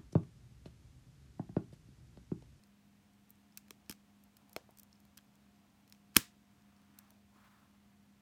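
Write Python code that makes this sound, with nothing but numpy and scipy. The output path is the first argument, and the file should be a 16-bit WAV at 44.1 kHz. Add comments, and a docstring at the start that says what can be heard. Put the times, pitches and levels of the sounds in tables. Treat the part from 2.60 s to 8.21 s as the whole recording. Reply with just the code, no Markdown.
"""Building with plastic beams and pins

Hands press plastic beams and pins together above a carpet in a quiet room.
Each contact is a few milliseconds of chatter ringing the small parts; firm pushes add a dull thump.
Hands and parts brush the carpet, made from noise; an appliance hums with wavering tones over the
room's shaped hiss. Contacts and thumps also leave a short echoing tail."""
import sys
import numpy as np
from scipy import signal
from scipy.fft import rfft, irfft
from scipy.io import wavfile
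from scipy.ndimage import uniform_filter1d

SR = 44100
rng = np.random.default_rng(int(sys.argv[2]) if len(sys.argv) > 2 else 0)


def ratio_of_db(decibels):
    """Turn decibels (scalar or array-like) into linear amplitude factors; 0 dB maps to 1."""
    return 10 ** (np.asarray(decibels, float) / 20)


def store_wav(level_fs):
    """Save 16-bit WAV to argv[1]."""
    pcm = np.round(np.clip(np.atleast_2d(level_fs), -1, 1) * 32767)
    wavfile.write(sys.argv[1], SR, pcm.T.astype(np.int16))


N = 247401


def rms_one(x):
    """Scale to rms 1."""
    return x / np.sqrt(np.mean(x ** 2) + 1e-30)


def at_hz(points, hz):
    """Read a table of (Hz, value) rows between its points, on a log-frequency axis."""
    table = np.array(points)
    return np.interp(np.log(hz), np.log(table[:, 0]), table[:, 1])


def coloured(spectrum):
    """White noise shaped to a spectrum; rms 1."""
    hz = np.maximum(np.fft.rfftfreq(N, 1 / SR), 1)
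    return rms_one(irfft(rfft(rng.standard_normal(N)) * ratio_of_db(at_hz(spectrum, hz)), N))


def closeness(hz, centre_hz, fall_db):
    """Gain of a mode, falling by so many dB per octave from the favoured pitch; never rising."""
    octaves_away = np.abs(np.log2(hz / centre_hz))
    return ratio_of_db(-max(fall_db, 0) * octaves_away)


def add(out, sound, s):
    """Mix a short sound in at a time in seconds."""
    at = round(s * SR)
    out[at:at + len(sound)] += sound[:N - at]


# The appliance's tones. Each row: pitch in Hz, steady tone level in dB rms,
# width in Hz of the noise skirt around it, skirt level in dB rms.
HUM_TONES = [(203, -69, 8.4, -78.5), (709, -89.5, 7.5, -89)]


def hum():
    """Each tone is a steady sine in a narrow skirt of noise, which makes it waver."""
    out = np.zeros(N)
    for hz, tone_db, width_hz, skirt_db in HUM_TONES:
        radius = np.exp(-np.pi * width_hz / SR)
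        turn = 2 * np.pi * hz / SR   # radians per sample
        resonance = [1, -2 * radius * np.cos(turn), radius * radius]
        skirt = signal.lfilter([1, 0, -1], resonance, rng.standard_normal(N + SR))
        out += ratio_of_db(skirt_db) * rms_one(skirt[SR:])   # the first second lets the skirt build up
        out += ratio_of_db(tone_db) * np.sqrt(2) * np.sin(turn * np.arange(N))
    return out


# Colour of the room's hiss. Each row: frequency in Hz, relative level in dB per Hz.
ROOM_HISS_COLOUR = [(15, -32), (45, -10), (85, -8.5), (160, -12), (290, -12.5), (360, -23.5), (750, -28),
                    (2500, -29), (4900, -34.5), (6500, -35.5), (9500, -38), (10500, -41.5), (12000, -39),
                    (15700, -41.5), (16200, -67.5)]


def room_hiss():
    """The quiet room's steady background is noise, strongest in the bass."""
    return ratio_of_db(-69.5) * coloured(ROOM_HISS_COLOUR)


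# Strokes over the carpet, joined by straight lines.
# Each row: time in seconds, level in dB, centre in Hz of the hollow under the hand.
BRUSH_PATH = [(0, -87, 820), (1.3, -82, 860), (1.7, -83, 890), (1.88, -77, 830), (2.4, -83, 960),
              (3.25, -81, 810), (3.5, -83.5, 910), (3.8, -87.5, 1001), (3.9, -80.5, 1110), (4.3, -80, 1202),
              (4.4, -73.5, 1300), (4.52, -74, 799), (4.66, -89.5, 700), (4.76, -72.5, 1010),
              (4.85, -70.5, 1300), (5.04, -74.5, 1130), (5.1, -80.5, 1050), (5.61, -85.5, 1000)]
# Colour of the dry hiss in the brushing. Each row: frequency in Hz, relative level in dB per Hz.
BRUSH_HISS_COLOUR = [(250, -17), (600, -1), (1500, -5), (3000, -5), (8000, -14.5), (16000, -14)]


def brushing(flicker_db=1.6, octaves=0.55, hiss_db=-5):
    """Skin and plastic drag over pile: noise in the hollow under the hand, flickering fibre by fibre."""
    s, level_db, centre_hz = np.transpose(BRUSH_PATH)
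    t = np.arange(N) / SR
    white = rng.standard_normal((2, N))
    centre = np.log2(np.interp(t, s, centre_hz))
    hollow = 0
    for k, hz in enumerate(400 * 2 ** (np.arange(9) / 3)):   # third-octave bands
        band = signal.butter(2, [hz / 1.12, hz * 1.12], "band", fs=SR, output="sos")
        near_centre = np.exp(-.5 * ((np.log2(hz) - centre) / octaves) ** 2)
        hollow = hollow + near_centre * rms_one(signal.sosfilt(band, white[k % 2]))
    flicker = rms_one(uniform_filter1d(rng.standard_normal(N), size=900))
    rub = rms_one(hollow) + ratio_of_db(hiss_db) * coloured(BRUSH_HISS_COLOUR)
    return ratio_of_db(np.interp(t, s, level_db) + flicker_db * flicker) * rub


def stray_ticks(count=12, until_s=4.3, chatter_ms=1.3, middle_db=-71.5, fall_db=8.5):
    """Faint contacts at random moments, mostly among the highest modes; rows as in CONTACTS."""
    ticks = []
    for when, size, pitch in rng.random((count, 3)):
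        energy_db = middle_db + 6 * (size - .5)
        centre_hz = 5000 * 2 ** (1.5 * pitch)
        ticks.append((until_s * when, chatter_ms, energy_db, centre_hz, fall_db))
    return ticks


# Parts touching and snapping together. Each row: start in seconds, chatter length in ms,
# energy in dB per group of modes (as if spread over 1 ms, before the favouring of a pitch),
# favoured pitch in Hz, fall in dB per octave away from that pitch.
CONTACTS = [(0.036, 2.4, -61.0, 7400, 6.5), (0.694, 2.7, -60, 14000, 16), (0.705, 1.5, -45, 13800, 30),
            (0.9222, 2, -62, 5200, 16), (0.9733, 3, -38, 12500, 6.5), (0.9797, 1.5, -55.5, 14000, 2),
            (1.082, 2.1, -67.5, 1750, -2), (1.1063, 2.9, -45.5, 7460, 2), (1.261, 1.8, -64, 5200, 16),
            (1.2956, 3.2, -37, 11590, 4), (1.306, 2.2, -44, 5000, 11), (1.3094, 5.7, -42, 12340, 3.1),
            (1.3233, 5.2, -50, 13150, 1.5), (1.638, 2.3, -56.5, 14000, 13), (1.768, 4.8, -54, 14200, 5),
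            (1.894, 3.3, -59, 14000, 8.5), (1.93, 2.8, -49.5, 13150, 10), (1.9634, 1.83, -37, 2340, 2.5),
            (2.107, 2.8, -59.5, 14100, 14), (2.1726, 3.5, -54.6, 9590, 11), (2.186, 1.4, -50, 13150, 8.1),
            (2.1955, 5.1, -46.5, 14000, 9), (2.231, 3.1, -51, 14000, 9), (2.328, 2.1, -50, 5540, 36),
            (2.356, 1.7, -61, 5300, 24), (2.402, 2.3, -61, 14000, 9), (2.452, 1.6, -63.5, 14000, 6),
            (2.573, 7.6, -46.4, 12340, 4.5), (2.584, 7.6, -55, 2250, 7), (2.754, 3.2, -63, 9590, 12),
            (3.278, 2.3, -63.5, 7940, 6), (3.298, 2, -56.5, 11590, 11), (3.324, 1.16, -48.5, 6800, 7.5),
            (3.348, 1.3, -66, 3730, 5), (3.5432, 3.6, -66, 14000, 0), (3.5497, 1.1, -53.5, 14000, 2),
            (3.5575, 2.8, -46, 14000, -5), (3.563, 0.59, -32.2, 1200, 7), (3.5654, 0.9, -11, 2500, 11),
            (3.5655, 0.8, -16, 15000, 11), (3.5669, 1.5, -9, 12000, 7.5), (3.569, 0.8, -23.5, 13990, 9.5),
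            (3.5715, 0.9, -33.5, 13830, 5), (4.165, 1.93, -66.5, 4810, 9), (4.387, 3, -43.5, 13900, 8.5),
            (4.505, 1.94, -56.3, 14060, 5.5)]
# How the small parts ring. Each row: pitch in Hz, relative level in dB, time to fall 60 dB in seconds.
PART_MODES_TABLE = [(1300, -17, 0.0052), (1686, -2.5, 0.0059), (2250, -4.5, 0.014), (2640, 10, 0.0076),
                    (3270, 6.5, .008), (4300, 1, 0.005), (5322, 0.5, .006), (6050, -3.5, 0.0054),
                    (7200, 1, 0.0021), (8470, -5.5, .005), (9540, -1.5, .004), (12000, -0.5, 0.0031),
                    (13600, 2, 0.0036), (14400, -5.5, 0.0054), (15200, -2.5, 0.0029)]
# Borders between the groups of modes. Each entry: frequency in Hz.
MODE_GROUP_EDGES = [1000, 2000, 4200, 8000, 16500]


def clicks(spread_db=3.0, grain_db=8.0, touches_per_ms=8.0, crack_db=-1, focus=0.6, facings=3):
    """Uneven micro-impacts strike every mode, each contact with strengths of its own.
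    Returns the sound at the microphone and the smoother mean that is sent to the walls."""
    near = np.zeros(N)
    around = np.zeros((facings, N))   # successive contacts throw their sound at different walls
    t = np.arange(900) / SR
    step_ms = np.arange(300) * 1000 / SR
    hz, mode_db, t60 = np.transpose(PART_MODES_TABLE)[:, :, None]
    rings = ratio_of_db(mode_db - 60 * t / t60) * np.sin(2 * np.pi * hz * t)
    group = np.digitize(hz[:, 0], MODE_GROUP_EDGES) - 1
    edges = zip(MODE_GROUP_EDGES, MODE_GROUP_EDGES[1:])
    bands = [signal.butter(2, pair, "band", fs=SR, output="sos") for pair in edges]
    # A crack is a bare impulse in one band; alternating signs join the bands without gaps.
    cracks = [(-1) ** k * rms_one(signal.sosfilt(band, t == 0)) for k, band in enumerate(bands)]
    for hit, (s, ms, energy_db, centre_hz, fall_db) in enumerate(CONTACTS + stray_ticks()):
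        favour = closeness(hz[:, 0], centre_hz, fall_db)
        chance = rng.random((3, 300))
        strength = ratio_of_db(spread_db * rng.standard_normal(len(PART_MODES_TABLE)))
        touches = (chance[0] < touches_per_ms * 1000 / SR) | (step_ms == 0)
        sizes = ratio_of_db(-grain_db * np.log(chance[1] + 0.025)) * np.sign(chance[2] - .5)
        # The rattle builds, then dies as the parts seat.
        envelope = (1.4 + step_ms / ms) * np.exp(-(step_ms / (.8 * ms)) ** 3)
        chatter = touches * sizes * envelope
        # A focused blow rings more than it cracks.
        crack_gain = ratio_of_db(crack_db - focus * fall_db)
        for k, band in enumerate(bands):
            mine = group == k
            gain = ratio_of_db(energy_db) * np.sqrt(np.mean(favour[mine] ** 2))
            body = (favour * strength)[mine] @ rings[mine]
            # Each group's ringing is kept within its own band.
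            body = (-1) ** k * rms_one(signal.sosfilt(band, body))
            sound = np.convolve(chatter, body + crack_gain * cracks[k])
            # The square roots give each sound the energy of 1 ms at rms 1.
            add(near, gain * rms_one(sound) * np.sqrt(SR / 1000 / len(sound)), s)
            add(around[hit % facings], gain * cracks[k] * np.sqrt(SR / 1000 / len(t)), s)
    return near, around


# How long the tail lasts. Each row: frequency in Hz, time to fall 60 dB in seconds.
TAIL_DECAY = [(100, .16), (260, .12), (700, .19), (1840, .25), (4850, .24), (9000, .21), (15000, .15)]
# How strong the tail is. Each row: frequency in Hz, tail energy against the direct sound in dB,
# before the nearby scatter is added.
TAIL_LEVEL = [(100, -21.5), (500, -11), (1300, -18.5), (2600, -21), (6000, -17), (10000, -21.5),
              (15000, -19.5)]


def room(x, nearby_db=8, nearby_t60=.03, delay_s=0.002):
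    """A diffuse tail in half-octaves, each with its own level and decay,
    plus a quick scatter off hands and carpet."""
    t = np.arange(round(.45 * SR)) / SR
    onset = np.clip(t / delay_s - .5, 0, 1)   # silent for half the delay, full after one and a half
    nearby = ratio_of_db(nearby_db - 60 * t / nearby_t60)
    tail = 0
    for hz in 80 * 2.0 ** (np.arange(16) / 2):
        low_hz, high_hz = hz / 2 ** .25, hz * 2 ** .25
        band = signal.butter(2, [low_hz, high_hz], "band", fs=SR, output="sos")
        noise = rms_one(signal.sosfilt(band, rng.standard_normal(len(t))))
        walls = ratio_of_db(-60 * t / at_hz(TAIL_DECAY, hz))
        share = (high_hz - low_hz) / (SR / 2)   # this band's part of the whole spectrum
        gain = ratio_of_db(at_hz(TAIL_LEVEL, hz)) * np.sqrt(share / np.sum(walls ** 2))
        tail = tail + gain * (walls + nearby) * onset * noise
    return signal.oaconvolve(x, tail)[:N]


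# The whole assembly lurching in the hands. Each row: start in seconds,
# level in dB before each swing's own level is added, favoured pitch in Hz,
# fall in dB per octave away from that pitch.
PUSHES = [(1.1079, -39.5, 430, 41), (1.2975, -41, 400, 4), (1.9641, -22.5, 544, 58), (2.0912, -40, 630, 27),
          (2.437, -50, 90, 19), (3.5622, -38.5, 500, 25.5), (3.565, -22, 200, 3), (4.76, -57.5, 320, 23)]
# How the assembly swings. Each row: pitch in Hz, level in dB, time to fall 60 dB in seconds.
ASSEMBLY_SWINGS = [(90, -3, .045), (130, -4, 0.068), (257, 12.5, .02), (310, -8, 0.052), (387, 1.9, .018),
                   (547, 0.56, 0.00757), (680, -6.5, .012), (886.3, -4.5, 0.029)]


def thumps(rise_cycles=0.25, lag_cycles=0.25):
    """A soft push sets the low, heavily damped swings near its centre going, suction first."""
    out = np.zeros(N)
    t = np.arange(8000) / SR
    for s, push_db, centre_hz, fall_db in PUSHES:
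        for hz, mode_db, t60 in ASSEMBLY_SWINGS:
            swell = (1 - np.exp(-t * hz / rise_cycles)) * closeness(hz, centre_hz, fall_db)
            decay = ratio_of_db(push_db + mode_db - 60 * t / t60)
            swing = -decay * swell * np.sin(2 * np.pi * hz * t)
            add(out, swing, s + lag_cycles / hz)   # low swings start later
    return out


def scene():
    """Parts close to the microphone, their tail, the brushing and the steady room."""
    near, around = clicks()
    low = thumps()
    tails = room(low) + sum(room(facing) for facing in around)
    steady = hum() + room_hiss()
    return (near + low + tails + brushing() + steady)[None]


def band_limit(x):
    """A steep low-pass at the top of the band."""
    return signal.sosfilt(signal.butter(12, 17150, fs=SR, output="sos"), x)


def record(dry):
    """A small microphone drops the deepest and highest sounds and would round very high peaks."""
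    low_hz, high_hz, top = 63.9, 16800, 4.5   # top: the amplitude that peaks are bent towards
    thin = signal.sosfilt(signal.butter(3, low_hz, "high", fs=SR, output="sos"), dry)
    rounded = top * np.tanh(thin / top)
    dulled = signal.sosfilt(signal.butter(12, high_hz, fs=SR, output="sos"), rounded)
    return band_limit(dulled)


dry = scene()
out = record(dry)
store_wav(out)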